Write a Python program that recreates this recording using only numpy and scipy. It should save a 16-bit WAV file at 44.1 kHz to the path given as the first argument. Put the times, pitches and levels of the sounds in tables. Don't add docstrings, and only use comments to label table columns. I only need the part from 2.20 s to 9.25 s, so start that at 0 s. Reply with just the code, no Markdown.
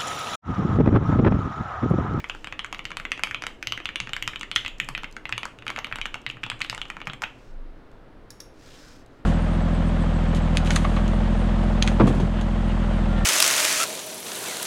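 import sys
import numpy as np
from scipy import signal
from scipy.fft import rfft, irfft
from scipy.io import wavfile

SR = 44100
rng = np.random.default_rng(int(sys.argv[2]) if len(sys.argv) > 2 else 0)


def file_out(sig):
    cols = np.atleast_2d(sig).T
    lim = np.clip(cols, -1, 1)
    pcm = np.round(lim * 32767).astype(np.int16)
    wavfile.write(sys.argv[1], SR, pcm)


N = 310905

# (time [s], clack [dB], clack pitch [Hz], knock [dB], tick [dB])
KEY_STOPS = [(0.003, -25.5, 2130, -45, -40), (0.0425, -18.5, 2340, -23.5, -33.5),
             (0.0972, -29, 2630, -22, -25), (0.149, -34, 2600, -27.5, -36),
             (0.2445, -22.5, 2600, -25.5, -28.5), (0.272, -20.5, 2560, -25, -30.5),
             (0.325, -18.5, 2300, -26.5, -33), (0.3929, -14, 2920, -22, -28),
             (0.4457, -19.5, 2180, -23.5, -28), (0.527, -19, 2600, -23, -23.5),
             (0.5464, -22, 2320, -29, -28), (0.5923, -17, 2340, -24, -35),
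             (0.6535, -16.5, 2540, -29, -24.5), (0.7054, -25, 2110, -24.5, -35),
             (0.7167, -18.5, 2180, -24, -31), (0.77, -18, 2480, -20, -21), (0.799, -21, 2360, -23.5, -31),
             (0.8523, -13.5, 2100, -25, -32), (0.918, -6.5, 2440, -15, -18.5),
             (0.9767, -26, 2440, -32, -37), (0.9942, -25, 2140, -23.5, -33),
             (1.0357, -5.5, 2400, -18, -13.5), (1.0716, -21, 2320, -29, -32),
             (1.111, -14.5, 2040, -30, -32), (1.1458, -10.5, 2630, -20, -25.5),
             (1.222, -18.5, 2170, -22.5, -24.5), (1.238, -19, 2120, -23, -26),
             (1.267, -15.5, 2470, -20, -20.5), (1.427, -15, 2170, -28.5, -21.5),
             (1.4718, -12, 2590, -29, -18.5), (1.5224, -9.5, 2820, -18, -16),
             (1.5761, -18, 2180, -27, -32.5), (1.602, -24, 2550, -27.5, -39),
             (1.6561, -11, 2770, -24, -21.5), (1.69, -17.5, 2360, -25, -29), (1.758, -11, 2630, -29, -20.5),
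             (1.802, -11, 2500, -23.5, -18), (1.8725, -20, 2190, -26.5, -37), (1.893, -25, 2550, -29, -31),
             (1.9335, -12.5, 2870, -22.5, -22.5), (1.9653, -15, 2060, -24, -26),
             (2.025, -11.5, 2640, -36, -19), (2.077, -11.5, 2670, -17, -14.5),
             (2.134, -20.5, 1960, -29, -47), (2.1591, -15.5, 2780, -24, -31),
             (2.211, -18.5, 2680, -28, -23.5), (2.2316, -15.5, 2010, -24, -28.5),
             (2.3146, -14, 2700, -27, -23.5), (2.3608, -6.5, 3170, -29, -12), (2.3613, -5, 1950, -50, -13),
             (2.449, -17, 2300, -23, -33), (2.462, -12, 2550, -27, -30), (2.4798, -19, 2700, -27, -22.5),
             (2.6006, -6, 2370, -47, -19.5), (2.6883, -22, 2600, -20, -21.5),
             (2.7503, -11, 2370, -27.5, -33), (2.7775, -19.5, 2670, -24, -28), (2.834, -27, 2510, -24, -30),
             (2.8435, -16.5, 2340, -36, -31), (2.966, -19.5, 1910, -22.5, -31.5),
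             (3.0548, -16, 2280, -29, -33), (3.0929, -23, 2200, -21, -28), (3.1252, -9, 2400, -27, -24),
             (3.1791, -13, 2430, -18, -20), (3.232, -16, 2260, -21.5, -27),
             (3.254, -29, 2140, -19.5, -20.5), (3.3877, -31.5, 2540, -39, -38),
             (3.423, -27, 2300, -31, -45), (3.4665, -20, 2530, -19.5, -30), (3.48, -14, 2520, -42, -24),
             (3.494, -23, 2200, -23, -50), (3.5025, -18, 2020, -20, -21), (3.562, -15.5, 2140, -26, -30),
             (3.574, -25, 2780, -27, -36), (3.581, -30, 2300, -20, -40), (3.5885, -20.5, 2600, -21, -20.5),
             (3.6453, -13, 2500, -23.5, -26), (3.6691, -30, 2430, -28, -33.5),
             (3.7141, -34, 2120, -24, -45), (3.7253, -14, 2190, -22, -32.5),
             (3.7577, -22, 2800, -22.5, -24), (3.786, -22, 2000, -24, -33),
             (3.8144, -11.5, 2540, -26, -28.5), (3.8558, -14.5, 2660, -18, -25),
             (3.943, -14.5, 2400, -19.5, -23.5), (3.9552, -49, 2450, -26.5, -37),
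             (4.0644, -12.5, 2390, -26, -31), (4.0997, -21, 2740, -28.5, -32),
             (4.1693, -31.5, 2250, -32, -49), (4.2335, -17.5, 2470, -27.5, -35),
             (4.2373, -12.5, 2560, -26, -28), (4.2644, -26, 2980, -27, -39),
             (4.3003, -13, 2790, -23.5, -22.5), (4.3166, -23, 2250, -22.5, -42),
             (4.4054, -23, 2600, -26, -32), (4.4131, -17.5, 2390, -23.5, -33),
             (4.4171, -12, 2440, -34, -18.5), (4.4472, -21, 2820, -24, -32),
             (4.498, -14.5, 2520, -27, -17.5), (4.528, -26, 2570, -21, -33),
             (4.5478, -18, 2090, -25.5, -24), (4.5782, -25.5, 2970, -21, -29),
             (4.616, -19, 2530, -26.5, -26), (4.654, -28, 2770, -35, -41), (4.7015, -17.5, 2340, -25, -26),
             (4.7677, -27.5, 2240, -24.5, -38), (4.8032, -25.5, 1960, -32, -40),
             (4.816, -21, 2430, -25.5, -37), (4.8713, -15.5, 2280, -21.5, -27.5),
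             (4.876, -35, 2270, -27, -30.5), (4.8986, -21, 2940, -23.5, -45),
             (4.934, -22.5, 2370, -24, -28), (5.0202, -23, 2150, -20.5, -19), (5.028, -42, 2180, -22, -34),
             (5.0361, -20, 2530, -18.5, -28), (5.0393, -11.5, 2450, -27, -27.5)]
# (frequency [Hz], relative level [dB], t60 [s])
KNOCK_MODES = [(519, -16.5, 0.009), (860, -13.5, 0.01), (1287, 3, 0.006), (1610, 1.5, 0.0035)]
TICK_MODES = [(4630, 12, 0.0009), (6760, 9.5, 0.0014), (8450, 1.5, 0.0011), (11300, -3, 0.0012),
              (14700, -19.5, 0.00093)]
CHATTER_S, CHATTER_FALL_DB = 0.0022, 14


def key_stops(places):
    bass_cut = signal.butter(2, 1100, "high", fs=SR, output="sos")
    stop_draws = rng.random((len(KEY_STOPS), 7))
    tick_draws = rng.random((len(KEY_STOPS), 4, len(TICK_MODES) + 2))
    for (s, clack_db, hz, knock_db, tick_db), luck, ticks in zip(KEY_STOPS, stop_draws, tick_draws):
        place = places[int(len(places) * luck[6])]
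        clack = gain_of(clack_db) * signal.sosfilt(bass_cut, ring(hz, t60=0.0017, rise=0.00051))
        deep_db = 0.63 * (knock_db - clack_db + 11)
        hollow = [(f, db + deep_db * (f < 1000), t60) for f, db, t60 in KNOCK_MODES]
        knock = gain_of(knock_db) * struck(hollow, luck[:4], rise=0.00024, spread=0.11, spread_db=-1)
        add(place, s, clack + knock)
        bounce = (0.33 + 0.24 * luck[5]) * clack
        add(place, s + 0.000906 + 0.001 * luck[4], bounce)
        for k, (late, soft, *draw) in enumerate(ticks):
            late = late * (k > 0)
            level = gain_of(tick_db - 2.5 - CHATTER_FALL_DB * late - 1.47 * soft)
            tick = struck(TICK_MODES, draw, rise=0.00036, spread=0.24, spread_db=7)
            add(place, s + CHATTER_S * late, level * tick)


# (time [s], level [dB])
LIGHT_TICKS = [(0.088, -42), (0.463, -40), (0.908, -48), (0.643, -46), (2.195, -38), (2.354, -33),
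               (2.584, -42), (2.6443, -33), (2.823, -52), (2.911, -44), (2.925, -40), (3.0705, -49),
               (4.016, -45), (4.09, -40), (4.111, -40), (3.862, -33), (4.392, -43), (4.442, -38),
               (4.463, -45), (4.682, -49), (4.856, -47), (5.7143, -55.5), (6.8614, -47.5)]


def light_ticks(places):
    for k, (s, db) in enumerate(LIGHT_TICKS):
        for late, *draw in rng.random((3, len(TICK_MODES) + 1)):
            tick = struck(TICK_MODES, draw, rise=0.00019, spread=0.33)
            add(places[k % len(places)], s + CHATTER_S * late, gain_of(db) * tick)


# (time [s], frequency [Hz], level [dB])
CAP_RINGS = [(0.098, 2800, -20), (2.362, 1500, -22), (2.362, 2060, -23), (2.362, 3200, -14),
             (4.0648, 3970, -27.5), (4.1003, 2620, -22), (4.417, 2200, -22), (4.417, 4080, -22),
             (4.498, 4900, -20.5), (4.616, 3000, -21.5)]


def cap_rings(places):
    for k, (s, hz, db) in enumerate(CAP_RINGS):
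        for detune in (-0.035, 0, 0.035):
            mode = ring(hz * (1 + detune), t60=20 / hz, rise=0.00026, size=1500)
            add(places[k % len(places)], s, gain_of(db) / 2 * mode)


def keyboard():
    places = np.zeros((9, N))
    key_stops(places)
    light_ticks(places)
    cap_rings(places)
    return signal.sosfilt(signal.butter(3, 520, "high", fs=SR, output="sos"), places)


def stem_scrape():
    starts = np.zeros(N)
    for s, *_, tick_db in KEY_STOPS:
        add(starts, max(s - 0.025, 0), gain_of([0.14 * tick_db]))
    travel = signal.oaconvolve(starts, np.hanning(round(0.04 * SR)))[:N]
    jolts = (rng.random(N) < 60 / SR) * rng.exponential(1, N)
    rattle = signal.oaconvolve(jolts, gain_of(-0.33 * np.arange(200)))[:N]
    return gain_of(-70) * travel * (1 + 5 * rattle) * hiss([(2000, -10, 0)] + TICK_MODES)


# (time [s], level [dB])
THUMPS = [(1.466, -41), (1.522, -42.5), (1.8, -42), (2.018, -42), (2.074, -42.5), (2.35, -40.5),
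          (2.602, -39.5), (2.685, -40), (3.127, -38), (3.72, -43), (4.065, -41.5), (4.227, -41),
          (4.311, -39.5), (4.495, -42), (4.767, -44), (4.871, -35)]
# (frequency [Hz], relative level [dB], t60 [s])
DESK_MODES = [(117.2, 1.5, 0.27), (136.6, -5.5, 0.43), (180, -2, 0.1)]
# (middle [s], length [s], level [dB])
SWAYS = [(0.17, 0.26, -42), (0.75, 1, -48), (2.05, 0.95, -46), (2.7, 0.99, -41.5), (3.8, 0.61, -39),
         (4.7, 1, -49), (5.42, 0.42, -37)]
SWAY_HZ, REST_SWAY_DB = 23, -55


def desk():
    swing_hz = SWAY_HZ + fuzzy_tone(0.88, 2.32)
    swing = np.sqrt(2) * np.sin(2 * np.pi * np.cumsum(swing_hz) / SR)
    out = swells(SWAYS) * (swing + 0.54 * fuzzy_tone(SWAY_HZ, 5.1))
    out += gain_of(REST_SWAY_DB) * fuzzy_tone(SWAY_HZ, 7.2)
    for (s, db), luck in zip(THUMPS, rng.random((len(THUMPS), len(DESK_MODES)))):
        thump = struck(DESK_MODES, luck, rise=0.0059, spread=0.1, spread_db=14, size=9000)
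        add(out, s, gain_of(db + 1.5) * thump)
    for (s, clack_db, *_), (pitch, phase) in zip(KEY_STOPS, rng.random((len(KEY_STOPS), 2))):
        push = ring(70 * 5.01 ** pitch, t60=0.055, rise=0.0011, phase=phase, size=6000)
        add(out, s, gain_of(-39.5 + 0.2 * clack_db) * push)
    return out


# (time [s], level [dB])
CLICKS = [(6.1046, -30.5), (6.203, -27.5)]
# (frequency [Hz], relative level [dB], t60 [s])
SHELL_MODES = [(1700, -7.5, 0.0022), (4420, -8, 0.0037), (5390, 4, 0.0049), (6500, -1, 0.0027),
               (8740, -4, 0.0018), (10700, -4.5, 0.0019), (14200, -11, 0.0012)]


def mouse():
    out = np.zeros(N)
    for s, db in CLICKS:
        for k, (late, *draw) in enumerate(rng.random((9, len(SHELL_MODES) + 1))):
            delay = 0.00054 * (k + 1.9 * late * (k > 0))
            snap = struck(SHELL_MODES, draw, rise=0.0001, spread=0.055, spread_db=9)
            add(out, s + delay, gain_of(db - 2.1 * k) * snap)
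    return out


# (middle [s], length [s], level [dB])
SWEEPS = [(0.12, 0.49, -63.5), (5.24, 0.27, -66.5), (6.59, 0.54, -54), (6.95, 0.19, -72.5)]
# (frequency [Hz], relative density [dB])
CLOTH_SPECTRUM = [(600, -52), (1400, 3.5), (2700, -2.5), (5200, 1.5), (7500, -5), (10000, -14.5),
                  (13000, -18), (16000, -23)]
# (middle [s], length [s], level [dB], frequency [Hz], width [Hz])
CUFF_RUBS = [(6.527, 0.25, -59, 3190, 1600), (6.66, 0.26, -61.5, 1520, 500), (6.65, 0.43, -65, 5140, 1000)]


def sleeve():
    rub = np.zeros(N)
    for *swell, hz, width in CUFF_RUBS:
        grain = gain_of(2.7 * fuzzy_tone(63.6, 200))
        rub += swells([swell]) * grain * fuzzy_tone(hz, width)
    flutter = gain_of(1.6 * fuzzy_tone(39, 150))
    return rub + swells(SWEEPS, edge=0.98) * flutter * hiss(CLOTH_SPECTRUM)


# (frequency [Hz], t60 [s], level [dB])
ROOM_BANDS = [(500, 0.61, -7.5), (1360, 0.22, -7), (2610, 0.4, -9.5), (3250, 0.29, -2), (4350, 0.31, -11.5),
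              (8600, 0.42, -13.5), (15900, 0.22, -7)]


def room(lanes):
    gap = 12
    taps = np.zeros((len(lanes), 20000))
    arrivals = np.arange(60, 19980, gap) + rng.integers(0, gap, (len(lanes), 1660))
    np.put_along_axis(taps, arrivals, rng.choice([-1., 1.], arrivals.shape), 1)
    hz, t, bands = signal.stft(taps, SR, nperseg=128)
    t60 = read(ROOM_BANDS, hz)[:, None]
    near = 1 + 1.55 * np.exp(-t / 0.0095)
    decay = gain_of(read(ROOM_BANDS, hz, column=2)[:, None] - 60 * t / t60)
    tail_energy = t60 * SR / gap / np.log(1e6)
    tails = signal.istft(bands * near * decay / np.sqrt(tail_energy), SR, nperseg=128)[1]
    return signal.oaconvolve(lanes, tails, axes=1)[:, :N].sum(0)


# (frequency [Hz], relative density [dB])
AIR_SPECTRUM = [(30, 5), (48, 2), (70, -4.5), (150, -6), (300, -6.5), (480, -7), (800, -14), (1500, -17),
                (2200, -24), (4000, -31.5), (7000, -45), (16000, -53)]
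# (frequency [Hz], width [Hz], level [dB])
HUM_TONES = [(115.4, 7.5, -61.5), (263.6, 14, -63), (309.4, 13.6, -62)]
AIR_DB = -49


def room_tone():
    air = gain_of(AIR_DB) * hiss(AIR_SPECTRUM)
    return air + sum(gain_of(db) * fuzzy_tone(hz, width) for hz, width, db in HUM_TONES)


def gain_of(db):
    return 10 ** (np.asarray(db) / 20)


def unit_rms(x):
    return x / np.sqrt(np.mean(x ** 2) + 1e-20)


def read(points, hz, column=1):
    table = np.array(points)
    return np.interp(np.log(hz + 1), np.log(table[:, 0] + 1), table[:, column])


def add(mix, s, sound):
    part = mix[round(s * SR):][:len(sound)]
    part += sound[:len(part)]


def ring(hz, t60, rise, phase=0, size=600):
    t = np.arange(size) / SR
    shape = (1 - np.exp(-t / rise)) ** 2 * gain_of(-60 * t / t60)
    return shape / shape.max() * np.sin(2 * np.pi * (hz * t + phase))


def struck(modes, luck, rise, spread, spread_db=0, size=600):
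    luck = np.asarray(luck)
    detunes = 1 + spread * (luck - 0.5)
    gains = gain_of(spread_db * (np.roll(luck, 1) - 0.5))
    blow = sum(gain * gain_of(db) * ring(hz * detune, t60, rise, phase, size)
               for (hz, db, t60), detune, phase, gain in zip(modes, detunes, luck[::-1], gains))
    return blow / abs(blow).max()


def hiss(points):
    shape = gain_of(read(points, np.fft.rfftfreq(N, 1 / SR)))
    return unit_rms(irfft(rfft(rng.standard_normal(N)) * shape, N))


def fuzzy_tone(hz, width):
    pole = [1, -np.exp(-np.pi * width / SR)]
    slow = signal.lfilter([1], pole, signal.lfilter([1], pole, rng.standard_normal((2, N))))
    carrier = np.exp(2j * np.pi * hz * np.arange(N) / SR)
    return unit_rms(((slow[0] + 1j * slow[1]) * carrier).real)


def swells(rows, edge=2):
    t = np.arange(N) / SR
    gain = np.zeros(N)
    for middle, length, db in rows:
        arch = np.cos(np.pi * np.clip((t - middle) / length, -0.5, 0.5))
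        gain += gain_of(db) * arch ** edge * (abs(t - middle) < length / 2)
    return gain


def scene():
    places, clicks = keyboard(), mouse()
    reflections = gain_of(4.5) * room(clicks[None]) + room(places)
    typing = places.sum(0) + stem_scrape() + desk()
    return (typing + clicks + reflections + room_tone() + sleeve())[None]


def record(dry):
    low_pass = signal.firwin(511, 16300, window=("kaiser", 9), fs=SR)
    return signal.oaconvolve(dry, low_pass[None], "same")


dry = scene()
out = record(dry)
file_out(out)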